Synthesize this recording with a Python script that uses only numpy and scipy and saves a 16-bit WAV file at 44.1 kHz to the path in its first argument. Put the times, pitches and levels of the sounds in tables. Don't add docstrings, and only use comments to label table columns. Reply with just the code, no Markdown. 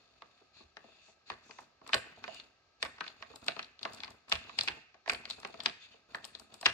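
import sys
import numpy as np
from scipy import signal
from scipy.fft import rfft, irfft, next_fast_len
from scipy.io import wavfile
from scipy.ndimage import uniform_filter1d

SR = 44100
rng = np.random.default_rng(int(sys.argv[2]) if len(sys.argv) > 2 else 0)


def to_wav(sig):
    pcm = np.clip(np.atleast_2d(sig), -1, 1) * 32767
    pcm = np.round(pcm).astype(np.int16)
    wavfile.write(sys.argv[1], SR, pcm.T)


N = 296793


def gain_of(db):
    return 10 ** (np.asarray(db) / 20)


def unit_rms(x):
    return x / np.sqrt(np.mean(x ** 2) + 1e-20)


def curve_at(points, hz):
    points_hz, values = np.transpose(points)
    return np.interp(np.log(hz + 1), np.log(points_hz + 1), values)


def add(mix, start_s, sound):
    span = mix[:, max(round(start_s * SR), 0):][:, :sound.shape[1]]
    span += sound[:, :span.shape[1]]


def decay(x, t60_curve, frame):
    hz, t, spectra = signal.stft(x, SR, nperseg=frame)
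    fade = gain_of(-60 * t / curve_at(t60_curve, hz)[:, None])
    return signal.istft(spectra * fade, SR, nperseg=frame)[1][:, :x.shape[1]]


# frequency in Hz, left-right coherence 0-1.
COHERENCE = [(200, 0.89), (500, 0.42), (1000, 0.72), (2500, 0.41), (5000, 0.06), (12000, 0.66)]

def cohere(spectra, hz):
    left, other = spectra
    alike = np.clip(curve_at(COHERENCE, hz), 0, 1)
    return np.array([left, alike * left + np.sqrt(1 - alike ** 2) * other])


def noise(colour, size, grain=1):
    fft_size = next_fast_len(size)
    hz = np.fft.rfftfreq(fft_size, 1 / SR)
    spectra = cohere(rfft(rng.standard_normal((2, size)) * grain, fft_size), hz)
    return unit_rms(irfft(spectra * gain_of(curve_at(colour, hz)), fft_size)[:, :size])


def roughness(depth_db, samples):
    wander = uniform_filter1d(uniform_filter1d(rng.standard_normal(N), samples), samples)
    return unit_rms(gain_of(depth_db * 2 * np.tanh(unit_rms(wander) / 2)))


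# frequency in Hz, relative density in dB.
ROOM_TONE_COLOUR = [(20, -34.5), (55, -0.5), (110, -3.5), (250, -10), (400, -4.5), (520, -6), (700, -1),
                    (1050, -12.5), (1310, 2), (1430, -32.5), (1560, -1.5), (1800, -10), (2700, -8.5),
                    (3200, -13.5), (4300, -7.5), (6900, -20.5), (8500, -39), (16000, -59)]

def room_tone(level_db=-71):
    return gain_of(level_db) * noise(ROOM_TONE_COLOUR, N)


# frequency in Hz, T60 in seconds.
TAIL_T60 = [(150, 0.18), (500, 0.04), (1200, 0.53), (2700, 0.64), (5000, 0.5), (12000, 0.12)]
# frequency in Hz, gain in dB.
TAIL_COLOUR = [(150, 1.5), (500, -2.5), (1200, -15.5), (1900, -10), (2700, -13), (3600, -20), (5000, -18),
               (12000, 3)]
# delay in seconds, gain in dB.
EARLY_ECHOES = [(.0058, -52.5), (.0088, -15.5), (0.015, -19), (0.018, -23.5), (0.023, -17), (.0295, -21),
                (0.037, -17.5)]

def workshop(source, build_s=0.016, skew_s=0.00045, echo_cutoff_hz=3500):
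    t, hz = np.arange(SR) / SR, np.fft.rfftfreq(SR, 1 / SR)
    diffuse = irfft(cohere(rfft(rng.standard_normal((2, SR))), hz / 2))
    tail = decay(diffuse, TAIL_T60, frame=256) * (1 - np.exp(-t / build_s))
    tail_energy = SR * curve_at(TAIL_T60, hz) / np.log(1e6)
    response = rfft(tail) * gain_of(curve_at(TAIL_COLOUR, hz)) / np.sqrt(tail_energy)
    for delay_s, db in EARLY_ECHOES:
        arrival_s = delay_s + skew_s * rng.uniform(-1.08, 1, (2, 1))
        response += gain_of(db) * np.exp(-2j * np.pi * hz * arrival_s) / (1 + 1j * hz / echo_cutoff_hz)
    return signal.fftconvolve(source, irfft(response), axes=1)[:, :N]


# start in seconds, level in dB, offset for the upper modes in dB.
BENCH_THUDS = [(0.633, -64, -16), (1.309, -67, 2), (1.95, -58, 8.5), (2.835, -61, -8), (4.336, -49.5, -3),
               (4.592, -64, 8), (4.697, -61, -0.5), (5.125, -59, -6), (5.665, -71, 0), (6.667, -57, 4)]
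# frequency in Hz, relative level in dB, T60 in seconds.
BENCH_MODES = [(50, 2, 0.19), (74.5, 9, 0.19), (114, 7, 0.18), (151, 1.5, 0.15)]

def bench_thuds(rise_s=0.011, upper_hz=100):
    out, t = np.zeros((2, N)), np.arange(SR // 2) / SR
    for start_s, level_db, upper_db in BENCH_THUDS:
        hum = np.zeros((2, len(t)))
        for hz, mode_db, t60_s in BENCH_MODES:
            envelope = gain_of(mode_db + upper_db * (hz > upper_hz) - 60 * t / t60_s)
            hum += envelope * np.sin(2 * np.pi * (hz * t + rng.random()))
        add(out, start_s, gain_of(level_db) * hum * (1 - np.exp(-t / rise_s)))
    return out


# start and end in seconds, relative axle rumble and flank rub in dB.
HAND_PUSHES = [(-.05, .49, -76, -72), (0.551, 0.633, -72, -67), (0.776, 1.11, -73, -78),
               (1.275, 1.628, -67.5, -68.5), (1.827, 2.432, -64, -64.5), (2.794, 3.373, -66, -64.5),
               (3.411, 3.627, -62, -59.5), (3.805, 4.094, -58.5, -59.5), (4.275, 4.741, -60.5, -59),
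               (5.059, 5.728, -62.5, -61), (5.76, 5.955, -71.5, -65), (6.083, 6.418, -63.5, -65),
               (6.488, 6.75, -66.5, -65)]
# frequency in Hz, relative density in dB.
AXLE_COLOUR = [(25, -33), (50, -3.5), (90, 0), (180, -8.5), (250, 2.5), (320, -4), (410, -2.5), (520, -6.5),
               (660, -0.5), (780, -4.5), (900, -7), (1300, -3.5), (2000, -16.5), (3000, -37.5)]
FLANK_COLOUR = [(700, -21), (1500, -5.5), (2200, -6), (2600, 6.5), (2850, -3.5), (3150, -6.5), (3600, 4),
                (3950, -2.5), (4450, 4), (5600, -15), (6900, -6.5), (7800, -23), (9800, -30.5),
                (16000, -67)]

def friction(trim_db=-1, rise_s=0.01, coast_s=0.061, shake_db=-37, shake_s=0.02):
    t, roll, slide = np.arange(N) / SR, np.zeros(N), np.zeros(N)
    for start_s, end_s, roll_db, slide_db in HAND_PUSHES:
        speed = np.clip((t - start_s) / rise_s, 0, 1) * np.exp(-np.maximum(t - end_s, 0) / coast_s)
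        roll = np.maximum(roll, gain_of(roll_db) * speed)
        slide = np.maximum(slide, gain_of(slide_db) * speed)
    shake = np.zeros((1, N))
    for start_s, db, *_ in TOOTH_KNOCKS:
        add(shake, start_s, gain_of(db + shake_db) * np.exp(-t[None, :SR // 2] / shake_s))
    rumble = noise(AXLE_COLOUR, N, roughness(depth_db=6.5, samples=300))
    grain = roughness(depth_db=4, samples=260) * roughness(depth_db=2.5, samples=24)
    rub = noise(FLANK_COLOUR, N, grain)
    return gain_of(trim_db) * (np.hypot(roll, shake) * rumble + slide * rub)


# start and length in seconds, relative level in dB, pitch in Hz.
TOOTH_SCUFFS = [(-.03, 0.077, -69.5, 4440), (0.294, 0.097, -78, 3570), (0.532, 0.11, -59.5, 4150),
                (0.777, 0.37, -68.5, 2680), (0.806, 0.29, -71, 3510), (1.01, 0.14, -67.5, 6100),
                (1.258, 0.091, -56.5, 4170), (1.422, 0.24, -63.5, 5920), (2.246, 0.18, -52.5, 2810),
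                (3.03, 0.087, -56, 4270), (4.44, 0.27, -60, 3900), (4.605, 0.1, -53, 4300),
                (5.284, 0.065, -49.5, 4500), (5.803, 0.071, -54, 3510), (5.907, 0.041, -60, 2970)]

def scuffs(rub_db=-3, ring_db=-4, q_at_3khz=11, swell_power=0.54):
    out, t = np.zeros((2, N)), np.arange(N) / SR
    grain = roughness(depth_db=2, samples=40)
    rub, catches = noise(FLANK_COLOUR, N, grain), noise(WEAK_MODE_COLOUR, N, grain)
    for start_s, length_s, db, hz in TOOTH_SCUFFS:
        on = (t > start_s) & (t < start_s + length_s)
        q = q_at_3khz * (3000 / hz) ** 2
        peak = signal.tf2sos(*signal.iirpeak(hz, q, fs=SR))
        ring = unit_rms(signal.sosfilt(np.vstack([peak, peak]), catches[:, on]))
        swell = abs(np.sin(np.pi * (t[on] - start_s) / length_s)) ** swell_power
        out[:, on] += gain_of(db) * swell * (gain_of(rub_db) * rub[:, on] + gain_of(ring_db) * ring)
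    return out


# frequency in Hz, relative level in dB. Weak modes crowd between the strong ones.
STRONG_MODES = [(253, -16), (315, -15), (405, -8), (665, -2), (894, -2), (1100, 0), (1270, 0), (1530, -1),
                (1830, -1), (2120, -3), (2510, 3), (2860, 2), (3150, 0), (3470, 1), (4130, 3), (4590, 4),
                (5030, 2), (5860, -10), (7110, -9), (8300, -17), (9960, -21)]
WEAK_MODE_COLOUR = [(150, -22), (350, -40.5), (700, -15.5), (2500, -7.5), (4700, -3), (5700, -1.5),
                    (7400, 1), (9900, -13), (11000, -45), (15000, -44)]
# frequency in Hz, T60 in seconds.
PLYWOOD_T60 = [(200, 0.12), (600, 0.038), (1200, 0.043), (2500, 0.013), (4500, 0.012), (10000, 0.01)]

def plywood(t, spot_hz, base_width_hz=45, loss=0.045, scatter_db=3, spot_db=5.5, spot_width=0.22):
    hz = np.fft.rfftfreq(len(t), 1 / SR)
    burst = np.zeros((2, len(t)))
    burst[:, t >= 0] = decay(rng.standard_normal((2, np.sum(t >= 0))), PLYWOOD_T60, frame=64)
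    drive = cohere(rfft(burst), hz)
    drive /= np.sqrt(uniform_filter1d(abs(drive) ** 2, size=21, axis=1) + 1e-12)
    power = gain_of(curve_at(WEAK_MODE_COLOUR, hz)) ** 2
    for mode_hz, db in STRONG_MODES:
        detuning = 2 * (hz - mode_hz) / (base_width_hz + loss * mode_hz)
        power += gain_of(db + scatter_db * rng.standard_normal()) ** 2 / (1 + detuning ** 2)
    hollow = 1 + gain_of(spot_db) / (1 + 2j * (hz - spot_hz) / (spot_width * spot_hz))
    return irfft(drive * np.sqrt(power) * hollow)


# the hardness 0-1 that wakes each best, then its share in dB.
BEST_HARDNESS = [0, .45, .7, 1]
BLOW_SHARE_DB = [3.5, -2.5, 1, -7]

def part_levels(strength_db, hardness, mismatch_db=36, crush_db=-22, crush_slope=0.23):
    mismatch = abs(hardness - np.array(BEST_HARDNESS))
    levels_db = strength_db + np.array(BLOW_SHARE_DB) - mismatch_db * mismatch
    levels_db[-1] -= crush_slope * max(crush_db - strength_db, 0)
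    return levels_db


def chatter(rate_per_s=7, above_rumble_db=9, spread_db=0.5, pan_db=4, max_hardness=0.47):
    blows = []
    for start_s, end_s, rumble_db, _ in HAND_PUSHES:
        length_s = end_s - start_s
        for place, firmness, force, side in rng.random((round(length_s * rate_per_s), 4)):
            strength_db = rumble_db + above_rumble_db + spread_db * (2 * force - 1)
            levels_db = part_levels(strength_db, max_hardness * firmness)
            spot_hz = np.interp(firmness, [0, 1], [425, 1340])
            blows.append((start_s + place * length_s, levels_db, spot_hz, pan_db * (2 * side - 1)))
    return blows


# start in seconds, strength in dB.
FIBRE_SNAPS = [(1.6058,-67),(1.8754,-52.5),(1.945,-34),(2.3454,-54),(2.827,-45),(2.849,-53.5),(3.3583,-50.5),(3.443,-60.5),(3.464,-51.5),(3.9332,-52.5),(3.946,-53.5),(4.105,-58.5),(4.296,-49.5),(4.333,-48),(4.355,-56),(4.634,-44),(5.087,-52),(5.1,-41),(5.119,-47),(5.133,-47),(5.2998,-47),(5.4,-56),(5.473,-58),(5.635,-52),(6.154,-55),(6.25,-45.5),(6.3965,-51.5),(6.5406,-51.5),(6.6118,-48)]
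SNAP_SHARE_DB = [-3.5, -6.5, 4, 2.5]

def fibre_snaps(spot_hz=13360):
    return [(start_s, db + np.array(SNAP_SHARE_DB), spot_hz, 0) for start_s, db in FIBRE_SNAPS]


# start in seconds, strength in dB, hardness 0-1, spot pitch in Hz, left over right in dB.
TOOTH_KNOCKS = [(0.2199,-37.5,0.26,1280,0),(0.416,-64.5,0.055,398,3),(0.605,-57.5,0.046,317,1.5),(0.7684,-37.5,0.33,1740,4.5),(.841,-51,0.16,640,5),(.884,-62.5,.03,640,4),(1.084,-55,0.17,840,3),(1.3002,-26,0.28,1150,2),(1.317,-41.5,.36,1813,-7.5),(1.4935,-50.5,0.16,1040,1),(1.509,-42,0.41,2630,5),(1.5858,-39,0.27,990,-0.5),(1.8145,-50.5,0.15,1446,-2),(1.864,-42.5,0.27,1410,2),(1.8912,-34.5,0.27,1260,0.5),
                (1.932,-17.5,0.46,3260,1),(1.9413,-17,0.51,4240,-2),(1.9448,-25.5,0.24,570,1.5),(2.2397,-31.5,.34,2470,1),(2.278,-34,0.29,660,-2.5),(2.398,-40.5,0.54,4150,-1),(2.8263,-22,0.51,2100,0),(2.8298,-33.5,0.21,624,1),(2.849,-32.5,0.33,2250,-2),(2.859,-37,0.34,1520,3),(2.9824,-44.5,.3,1390,-1),(3.0068,-26,.33,1370,2),(3.0403,-42,0.46,2520,0),(3.0639,-39.5,0.39,2530,-4),(3.0779,-36,0.54,4260,1),(3.2241,-33.5,0.34,1105,-3),(3.336,-52,0.086,1120,3),
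                (3.4818,-19.5,.52,4100,-0.5),(3.5647,-35.5,0.29,4130,5),(3.5921,-26.5,0.35,2720,2),(3.627,-42.5,.7,4160,-1),(3.6444,-47.5,.7,4180,-2),(3.7916,-45.5,0.62,4300,-1),(3.83,-34.5,0.7,4200,1.5),(3.851,-25.5,0.3,1150,-1),(4.0029,-39,0.58,4160,1.5),(4.034,-32,0.52,2400,0),(4.045,-38,0.59,4860,0),(4.078,-39.5,0.29,1090,5),
                (4.318,-22,.44,3580,2),(4.3229,-17,.52,2800,-2),(4.333,-38,0.4,2600,3),(4.3536,-33,0.53,2600,-6),(4.4937,-38,0.3,1100,-5),(4.588,-18.5,0.59,4430,-0.5),(4.609,-24,0.71,5000,-2.5),(4.6757,-26,0.46,2460,1),(4.6826,-21.5,0.47,2670,-3),(4.769,-52.5,0.14,900,-1),(4.9433,-48.5,0.29,695,4),
                (5.0596,-40.5,0.33,1790,-5),(5.077,-26.5,0.27,670,0),(5.0958,-18.5,0.45,2340,0),(5.126,-34.5,.24,420,0),(5.147,-34.5,0.48,4200,3.5),(5.253,-35,.52,4500,2),(5.2998,-35,0.63,4040,-1),(5.3075,-30,.75,3900,-2),(5.4308,-39,0.28,1527,4),(5.4483,-28.5,0.32,2770,0),(5.4959,-51.5,.12,694,-1),(5.5409,-40,0.3,684,3),(5.593,-48.5,.07,706,5),(5.6024,-32,.56,4540,0),(5.6591,-16.5,0.54,4700,-1),
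                (6.146,-28,0.36,1650,-0.5),(6.243,-41,0.58,3000,7),(6.3499,-38,.64,4400,4),(6.6278,-34.5,0.32,763,0),(6.6574,-14,0.49,3330,0.5),(6.662,-12.5,0.47,2900,1)]

def knocks():
    return [(start_s, part_levels(db, hardness), spot_hz, pan_db)
            for start_s, db, hardness, spot_hz, pan_db in TOOTH_KNOCKS]


# the five edges of their bands in Hz, then their rise times in seconds.
BAND_EDGES_HZ = [150, 1500, 3500, 6500, 15000]
BAND_RISE_S = [0.00083, 0.00028, 0.00075, 0.00028]

def strike(blows, lead_in_db=-18, lead_in_s=0.0061, softening=0.9):
    out, t = np.zeros((2, N)), np.arange(-1024, 3072) / SR
    attack = (t >= 0) & (t < 0.0047)
    bands = [signal.butter(5, edges_hz, "bandpass", fs=SR, output="sos")
             for edges_hz in zip(BAND_EDGES_HZ, BAND_EDGES_HZ[1:])]
    for start_s, levels_db, spot_hz, pan_db in blows:
        ring = plywood(t, spot_hz)
        lead_in_envelope = gain_of(lead_in_db) * np.std(ring[:, attack]) * np.exp(-abs(t) / lead_in_s)
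        lead_in = lead_in_envelope * noise(WEAK_MODE_COLOUR, len(t))
        steps_db = np.diff(levels_db, append=levels_db[-1])
        corners_hz = BAND_EDGES_HZ[1:] * np.clip(gain_of(softening * steps_db), 0.37, 2)
        for band, corner_hz, rise_s, db in zip(bands, corners_hz, BAND_RISE_S, levels_db):
            lowpass = signal.butter(2, corner_hz, fs=SR, output="sos")
            onset = 1 - np.exp(-np.maximum(t, 0) / rise_s)
            part = signal.sosfilt(np.vstack([band, lowpass]), ring * onset + lead_in)
            part /= np.sqrt(np.mean(part[:, attack] ** 2, axis=1, keepdims=True))
            add(out, start_s + t[0], part * gain_of(db + np.array([[pan_db], [-pan_db]]) / 2))
    return out


def scene(blows_db=-3):
    blows = knocks() + fibre_snaps() + chatter()
    gearbox = gain_of(blows_db) * strike(blows) + friction() + scuffs()
    return gearbox + workshop(gearbox) + bench_thuds() + room_tone()


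# frequency in Hz, lead of the left port in radians.
PORT_LEAD = [(300, 0), (560, -.6), (850, .3), (1300, .6), (1900, 2.1), (2500, .6), (3200, 2), (3900, 3.4),
             (5000, 2), (8000, .9), (14000, 1.6)]
# frequency in Hz, left over right in dB.
PORT_PAN = [(100, -1.2), (350, .5), (700, -2), (1300, -2), (2400, -1), (4400, 5), (8000, 5), (15000, 2)]

def record(dry, cutoff_hz=15900):
    size = next_fast_len(N + SR // 10)
    hz = np.fft.rfftfreq(size, 1 / SR)
    left = gain_of(curve_at(PORT_PAN, hz) / 2) * np.exp(0.5j * curve_at(PORT_LEAD, hz))
    ports = np.array([left, 1 / left]) / np.sqrt((abs(left) ** 2 + abs(left) ** -2) / 2)
    heard = irfft(rfft(dry, size) * ports, size)[:, :N]
    lowpass = signal.firwin(511, cutoff_hz, window=("kaiser", 9), fs=SR)
    return signal.oaconvolve(heard, lowpass[None], "same")


dry = scene()
out = record(dry)
to_wav(out)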